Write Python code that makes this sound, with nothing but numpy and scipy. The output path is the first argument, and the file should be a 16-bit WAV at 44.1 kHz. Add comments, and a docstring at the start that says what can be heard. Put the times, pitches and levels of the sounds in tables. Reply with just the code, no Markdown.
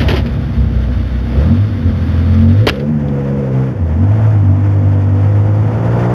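"""Air-cooled six-cylinder engine heard in the cabin

A lumpy idle, throttle blips and a pull away: two cylinder banks fire in turn, as wavering harmonics
and random booms through cabin resonances, with filtered growl and rasp and valve gear and fan hiss.
A latch rattles at first as decaying noise; a hard clack shuts the cabin and the treble turns duller.
Soft thuds of the body shell are decaying sines."""
import sys
import numpy as np
from scipy import signal
from scipy.io import wavfile

SR = 44100
rng = np.random.default_rng(int(sys.argv[2]) if len(sys.argv) > 2 else 0)


def unload_audio(sound):
    """Save the sound as a 16-bit wav file, at the path given as the first command line argument."""
    columns = np.transpose(np.atleast_2d(sound))
    # keep every value between -1 and 1, then stretch to whole-number steps
    steps = np.round(np.clip(columns, -1, 1) * 32767)
    wavfile.write(sys.argv[1], SR, steps.astype(np.int16))


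N = 270768
TIME = np.arange(N) / SR

# Speed of the engine: time_s, bank_rate_hz (firings per second of one bank)
BANK_RATE = [(0, 34.4), (.4, 33.1), (.8, 31.1), (1.3, 31.2), (1.37, 32.4), (1.51, 44.4), (1.65, 53.4),
             (1.79, 45.9), (1.86, 44), (2.03, 41.1), (2.24, 42.6), (2.5, 45.8), (2.57, 50.3), (2.64, 58),
             (2.78, 69), (2.92, 77.4), (2.99, 73.4), (3.06, 71.5), (3.15, 69.8), (3.3, 68.9), (3.4, 69.9),
             (3.46, 66.3), (3.53, 64.8), (3.66, 66.1), (3.72, 61.1), (3.79, 47.9), (3.85, 41.3),
             (3.92, 38.8), (4.05, 49), (4.11, 52.3), (4.2, 54.9), (4.31, 53.8), (4.44, 48.9), (4.5, 47.9),
             (4.65, 50.2), (4.9, 49.2), (5.17, 48.9), (5.3, 51), (5.56, 52.1), (5.95, 58.8), (6.14, 61.2)]
# Firing tone of both banks before surges: time_s, rms_db
FIRING_TONE = [(0, -12.5), (.2, -18), (.5, -20), (.9, -17), (1.3, -16.5), (1.5, -13), (1.6, -10.5),
               (1.8, -22), (2.04, -18), (2.12, -10.5), (2.62, -7.5), (2.69, -24), (2.76, -27),
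               (2.82, -18.5), (3.03, -19), (3.15, -17.5), (3.45, -17), (3.6, -12.5), (3.7, -17.5),
               (3.75, -22), (3.82, -11.5), (3.9, -14), (4.05, -7), (4.2, -10), (4.41, -7), (4.55, -9),
               (5.2, -9), (5.58, -11), (5.71, -15.5), (5.95, -13), (6.14, -14)]
# Other harmonics of the bank rate, base levels: multiple, open_rms_db, shut_rms_db
HARMONICS = [(1.0, -34.5, -37.5), (3.0, -27, -26.5), (4.0, -33.1, -32.6), (5.0, -30.5, -33.5),
             (6.0, -35.5, -33.5), (7.0, -37.5, -36)]
# Common rise of those harmonics: time_s, gain_db
HARMONIC_RISE = [(0.0, -2.5), (0.3, -2.5), (0.7, -1.5), (1.3, -4), (1.5, 7.5), (1.65, -5), (1.8, -4.5),
                 (2.1, 1), (2.5, 4.5), (2.64, -1), (2.75, 1), (2.92, -6.5), (3.05, -1.9), (3.4, 1.4),
                 (3.66, 2), (3.78, -10), (4.03, 3.5), (4.2, -4), (4.45, 1.6), (5.2, 2), (5.5, 2.5),
                 (5.8, 2), (6.14, 7)]
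# Response of pipes and cabin, banks opposed or adding: frequency_hz, odd_gain_db, even_gain_db
TONE_RESPONSE = [(30.0, -11, 0.0), (51, -11, -0.0), (69, 8.5, -0.0), (94, -0.5, -0.5), (140, 4, 15),
                 (154, -2.6, 8.1), (173, -0.3, 2.8), (192, 0.1, -10), (215.2, 7, -1.5), (224.7, 16.5, -2),
                 (247.5, 7, -5.5), (250, -9.5, 3.5), (291, 2.5, 5.5), (348, -8, -3.5), (373, -1.5, -2),
                 (410, -4, -15), (472, 4.5, -10), (542, -4, -0.0)]
# Sudden strong firings that swell the tones: start_s, rise_db
STRONG_FIRINGS = [(0.569, 10), (.74, 8), (.89, 3), (1.109, 3.5), (1.2, 2.5), (1.36, 9), (1.84, 12.5)]
SURGE_RISE_S, SURGE_HOLD_S, SURGE_SAG_S = 0.012, 0.031, 0.062  # hold is counted from the start
SURGE_HARMONIC_SHARE, SURGE_GROWL_SHARE = 0.28, 0.25  # dB per dB of surge

# Boom between the tones: time_s, level_db
BURN_LEVEL = [(0, -15.5), (.12, -16), (.4, -19.5), (1.2, -21.5), (1.4, -19), (2.1, -20), (2.42, -20),
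              (2.53, -29), (2.64, -17.5), (2.75, -28), (2.9, -17.5), (3.08, -19), (3.2, -23), (3.65, -24.5),
              (3.8, -19.5), (4.1, -18), (4.4, -19), (4.95, -22), (5.4, -21), (5.7, -16.5), (6.05, -19.5),
              (6.14, -20)]
# Resonances of the cabin air: frequency_hz, width_hz, open_gain_db, shut_gain_db
CABIN_MODES = [(62.6, 22, 0, -22), (90.6, 41, 3.5, -2), (136.2, 46.4, -6, -5), (225.6, 55.6, -3, -6.5),
               (294.1, 19.5, -15, -11.5)]

# Exhaust growl before surges: time_s, level_db
GROWL_LEVEL = [(0, -37), (.3, -35.5), (.58, -42.5), (.78, -36.5), (1.0, -40), (1.28, -41.5), (1.38, -27.5),
               (1.74, -36), (2.05, -35), (2.5, -30.5), (2.66, -24), (2.84, -23.5), (2.96, -36.5),
               (3.15, -22), (3.55, -24), (3.8, -32), (4.07, -34), (4.28, -31), (4.52, -38), (4.72, -29),
               (5.5, -28.5), (5.75, -24), (6.14, -20)]
# Exhaust pipes heard through the floor: frequency_hz, relative_density_db (per Hz)
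GROWL_SPECTRUM = [(200, -38.5), (330, -8.5), (371, -11), (410, -8.5), (445, -9.5), (482, -3), (497, -2.5),
                  (514, -0.5), (530, -5.5), (556, -8), (600, -13.5), (790, -46), (1340, -100)]
# Intake rasp: time_s, level_db
RASP_LEVEL = [(0, -34), (.11, -28), (.24, -39.5), (.6, -41.5), (1.22, -42.5), (1.43, -34), (1.7, -41.5),
              (2.0, -39), (2.35, -37), (2.64, -37.5), (2.97, -36.5), (3.19, -32), (3.5, -33.5),
              (3.63, -29.5), (3.76, -40), (4.05, -33), (4.22, -27.5), (4.45, -33), (5.1, -33), (5.6, -30),
              (6.05, -22), (6.14, -22)]
# Intake and engine lid: frequency_hz, relative_density_db (per Hz)
RASP_SPECTRUM = [(360, -31.5), (610, -2.5), (636, 4), (742, -3), (794, -3), (876, -2.5), (1040, -11),
                 (1150, -10), (1500, -13), (1950, -44), (3300, -120)]

# Valve gear and fan hiss, open cabin: frequency_hz, relative_density_db (per Hz)
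OPEN_HISS_SPECTRUM = [(590, -30), (1000, -3.5), (1100, -1), (1360, 0.5), (2080, -4), (2390, -8), (3660, -9),
                      (4010, -19.5), (4350, -12.5), (6060, -23.5), (7200, -35), (8650, -41), (9820, -30.5),
                      (12600, -32.5), (15500, -46)]
# The same in the shut cabin: frequency_hz, relative_density_db (per Hz)
SHUT_HISS_SPECTRUM = [(590, -22.5), (1000, -4), (1120, -11), (1840, -10.5), (2230, -15.5), (3530, -25.5),
                      (4010, -36), (4450, -30), (6060, -32), (7290, -37.5), (8080, -50.5), (8750, -39),
                      (15500, -52)]
HISS_OPEN_DB, HISS_SHUT_DB = -34.5, -39.5  # at the usual rasp level
USUAL_RASP_DB, HISS_SHARE = -35, 0.57  # hiss rises by this many dB per dB of rasp

# Closing of the cabin: start_s, end_s
CLOSING_S = (2.7, 2.9)
SHUT = np.interp(TIME, CLOSING_S, (0, 1))  # 0 open, 1 shut

# Latch knocks: start_s, chatter_rms_db, length_s, t60_s, panel_drive_db (relative to the chatter)
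LATCH_KNOCKS = [(.001, -24, .02, .15, 0), (.0835, -18, .008, .1, 0), (.1, -21, .012, .15, 3),
                (.135, -27, .01, .1, 6), (.159, -23, .015, .15, -3), (.26, -30, .004, .08, -3),
                (2.758, -36, .003, .05, -9), (2.797, -34, .004, .06, -9), (3.083, -40, .003, .05, -9),
                (2.6685, -7, .003, .015, 3), (2.6735, -13, .003, .015, 3), (2.679, -14, .006, .015, -6),
                (2.6888, -6, .0016, .005, -9), (2.6942, -11, .003, .006, -8), (2.6995, -15, .002, .008, -6),
                (2.702, -34, .01, .15, 0)]
# Metal chatter of the latch: frequency_hz, relative_density_db (per Hz)
LATCH_SPECTRUM = [(600, -28), (1100, -5), (1700, 1), (2400, -3), (3150, -1), (3950, -10), (4900, -10),
                  (8000, -43), (11300, -25), (15500, -40)]
# Modes of the panel behind the latch: frequency_hz, width_hz, gain_db
PANEL_MODES = [(260, 22, 22), (317, 180, 24.5), (540, 57, 20), (749, 51, 14), (1042, 133, 13.5)]
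# Body shell blows: start_s, level_db (of the decay, before the soft onset), frequency_hz, t60_s
SHELL_THUDS = [(2.915, -11, 92, .3), (2.67, -12, 62, .09), (3.04, -18, 100, .15), (5.9, -19, 55, .6)]

BAND_EDGE_HZ = 15700


def amp(db):
    """Decibel law: 20 dB is a tenfold amplitude."""
    return 10 ** (np.asarray(db) / 20)


def evened(x):
    """Normalisation of mean power: scales to rms 1."""
    return x / np.sqrt(np.mean(x ** 2) + 1e-20)


def curves(rows):
    """Linear interpolation: every column after the first, sample by sample."""
    time_s, *columns = np.transpose(rows)
    return [np.interp(TIME, time_s, column) for column in columns]


def open_to_shut(open_db, shut_db):
    """Cross-fade in dB as the cabin closes."""
    return open_db + SHUT * (shut_db - open_db)


def colour(x, spectrum):
    """Minimum-phase filtering: the log spectrum fixes the phase of a causal response."""
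    hz, db = np.transpose(spectrum)
    grid_hz = abs(np.fft.fftfreq(8192, 1 / SR)) + 1  # the offset avoids log of zero
    grid_db = np.interp(np.log(grid_hz), np.log(hz), db)
    log_gain = np.log(amp(np.maximum(grid_db, -100)))
    response = np.exp(signal.hilbert(log_gain).conj())
    taps = np.fft.ifft(response).real[:4096]
    return signal.oaconvolve(x, taps)[:len(x)]


def resonance(x, hz, width):
    """Resonance: a band-pass applied twice, for steep skirts."""
    b, a = signal.iirpeak(hz, hz / width, SR)
    once = signal.lfilter(b, a, x)
    return signal.lfilter(b, a, once)


def wander(hz):
    """Low-passed noise: random fluctuation of rms 1, up to about hz."""
    lowpass = signal.butter(2, hz, fs=SR, output="sos")
    return evened(signal.sosfilt(lowpass, rng.standard_normal(N)))


def tones(bank_cycles, levels_db, waver_db=-1.0):
    """Harmonic series of the bank rate: each partial wavers by itself, delayed differently by the pipes."""
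    out = np.zeros(N)
    for k, db in enumerate(levels_db, 1):
        gain = np.sqrt(2) * amp(db + waver_db * wander(7.5))  # rms to peak
        out += gain * np.cos(2 * np.pi * k * bank_cycles + 0.8026 * k ** 2)
    return out


def tone_levels(rate):
    """Resonant transmission: the firing tone is as driven, other harmonics swell as they cross resonances."""
    hz, odd_db, even_db = np.transpose(TONE_RESPONSE)
    surge_db = surges()
    common_db = curves(HARMONIC_RISE)[0] + SURGE_HARMONIC_SHARE * surge_db
    levels = []
    for k, open_db, shut_db in HARMONICS:
        response_db = odd_db if round(k) % 2 else even_db
        passed_db = np.interp(np.log(k * rate), np.log(hz), response_db)
        levels.append(open_to_shut(open_db, shut_db) + common_db + passed_db)
    firing_db = curves(FIRING_TONE)[0] + surge_db
    return levels[:1] + [firing_db] + levels[1:]  # the firing tone is the second harmonic


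def surges():
    """Transient excitation: extra dB of strong firings, with quick rise, hold and exponential sag."""
    out = np.zeros(N)
    for start_s, rise_db in STRONG_FIRINGS:
        t = TIME - start_s
        rise = np.clip(t / SURGE_RISE_S, 0, 1)
        sag = np.exp(-np.maximum(t - SURGE_HOLD_S, 0) / SURGE_SAG_S)
        out += rise_db * rise * sag
    return out


def uneven_burn(bank_cycles, rate, level_db):
    """Random excitation of room modes: unequal firings and noise boom in the cabin between the tones."""
    number = np.floor(2 * bank_cycles).astype(int)  # both banks fire once in each bank cycle
    clicks = (np.diff(number, prepend=0) > 0) / np.sqrt(rate)  # equal power at any speed
    strength = rng.uniform(-0.7, 1, number[-1] + 1)[number]
    kicks = 0.62 * evened(clicks * strength) + 0.87 * rng.standard_normal(N)
    boom = np.zeros(N)
    for hz, width, open_db, shut_db in CABIN_MODES:
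        boom += amp(open_to_shut(open_db, shut_db)) * resonance(kicks, hz, width)
    return amp(level_db) * evened(boom)


def pipes(bank_cycles, rate, level_db, spectrum, clean, waver_db):
    """Pipe resonance: higher harmonics of scattered phase, in turbulence that puffs with each firing."""
    stack = np.zeros(N)
    for k in range(5, 30):
        waver = amp(waver_db * np.tanh(wander(14.0)))
        stack += waver * np.cos(2 * np.pi * (k * bank_cycles + rng.random()))
    since_firing = 2 * bank_cycles % 1  # fraction of the firing interval
    puffs = (1 + np.exp(-since_firing / 0.14)) * rng.standard_normal(N)
    source = clean * stack / np.sqrt(rate) + evened(puffs)
    return amp(level_db) * evened(colour(source, spectrum))


def hiss(bank_cycles, level_db, pulsing=0.092, flicker_db=1.06):
    """Amplitude-modulated noise: valve gear and fan throb with the firings, duller once the cabin is shut."""
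    throb = 1 + pulsing * np.cos(4 * np.pi * bank_cycles)
    air = rng.standard_normal(N) * throb * amp(flicker_db * wander(13))
    open_air = evened(colour(air, OPEN_HISS_SPECTRUM))
    shut_air = evened(colour(air, SHUT_HISS_SPECTRUM))
    return amp(level_db) * (SHUT * shut_air + (1 - SHUT) * open_air)


def latch():
    """Impact noise: a chatter of metal contacts holds briefly, dies, and rings the modes of the panel behind."""
    metal_power, panel_power = np.zeros(N), np.zeros(N)
    for start_s, db, length_s, t60_s, drive_db in LATCH_KNOCKS:
        t = TIME - start_s
        decay_db = 60 * np.clip(t - length_s, 0, 1) / t60_s
        power = (t > 0) * amp(db - decay_db) ** 2
        metal_power += power
        panel_power += power * amp(drive_db) ** 2
    chatter = evened(rng.standard_normal(N) * amp(2.2 * wander(910)))
    panel_blow = chatter * np.sqrt(panel_power)
    ring = sum(amp(db) * resonance(panel_blow, hz, width) for hz, width, db in PANEL_MODES)
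    steady_rms = np.std(colour(chatter, LATCH_SPECTRUM))
    return colour(chatter * np.sqrt(metal_power), LATCH_SPECTRUM) / steady_rms + ring


def thuds():
    """Damped oscillation: soft low blows through the body shell decay as sines."""
    out = np.zeros(N)
    for start_s, db, hz, t60_s in SHELL_THUDS:
        t = np.maximum(TIME - start_s, 0)
        onset = 1 - np.exp(-t * hz / 2.0)
        out += amp(db - 60 * t / t60_s) * onset * np.sin(2 * np.pi * hz * t)
    return out


def scene():
    """Superposition: engine layers share one firing phase; latch and body shell add to them."""
    rate, rasp_db, growl_db = curves(BANK_RATE)[0], curves(RASP_LEVEL)[0], curves(GROWL_LEVEL)[0]
    load_db = rasp_db - USUAL_RASP_DB
    hiss_db = open_to_shut(HISS_OPEN_DB, HISS_SHUT_DB) + HISS_SHARE * load_db
    burn_db = curves(BURN_LEVEL)[0]
    growl_db = growl_db + SURGE_GROWL_SHARE * surges()
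    bank_cycles = np.cumsum(rate) / SR
    engine = tones(bank_cycles, tone_levels(rate))
    engine += uneven_burn(bank_cycles, rate, burn_db)
    engine += hiss(bank_cycles, hiss_db)
    engine += pipes(bank_cycles, rate, growl_db, GROWL_SPECTRUM, clean=0.65, waver_db=4.5)
    engine += pipes(bank_cycles, rate, rasp_db, RASP_SPECTRUM, clean=0.45, waver_db=3.0)
    return (engine + latch() + thuds())[None]


def record(dry):
    """Transducer limits: bass roll-off of a small microphone, soft overload and a band limit."""
    highpass = signal.butter(3, 42, "high", fs=SR, output="sos")
    sound = signal.sosfilt(highpass, dry)
    sound = sound / (1 + abs(sound) ** 6) ** (1 / 6)
    sound = np.pad(sound, ((0, 0), (255, 255)), "reflect", reflect_type="odd")  # room for the filter
    lowpass = signal.firwin(511, BAND_EDGE_HZ, window=("kaiser", 9), fs=SR)
    return signal.oaconvolve(sound, lowpass[None], "valid")


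dry = scene()
out = record(dry)
unload_audio(out)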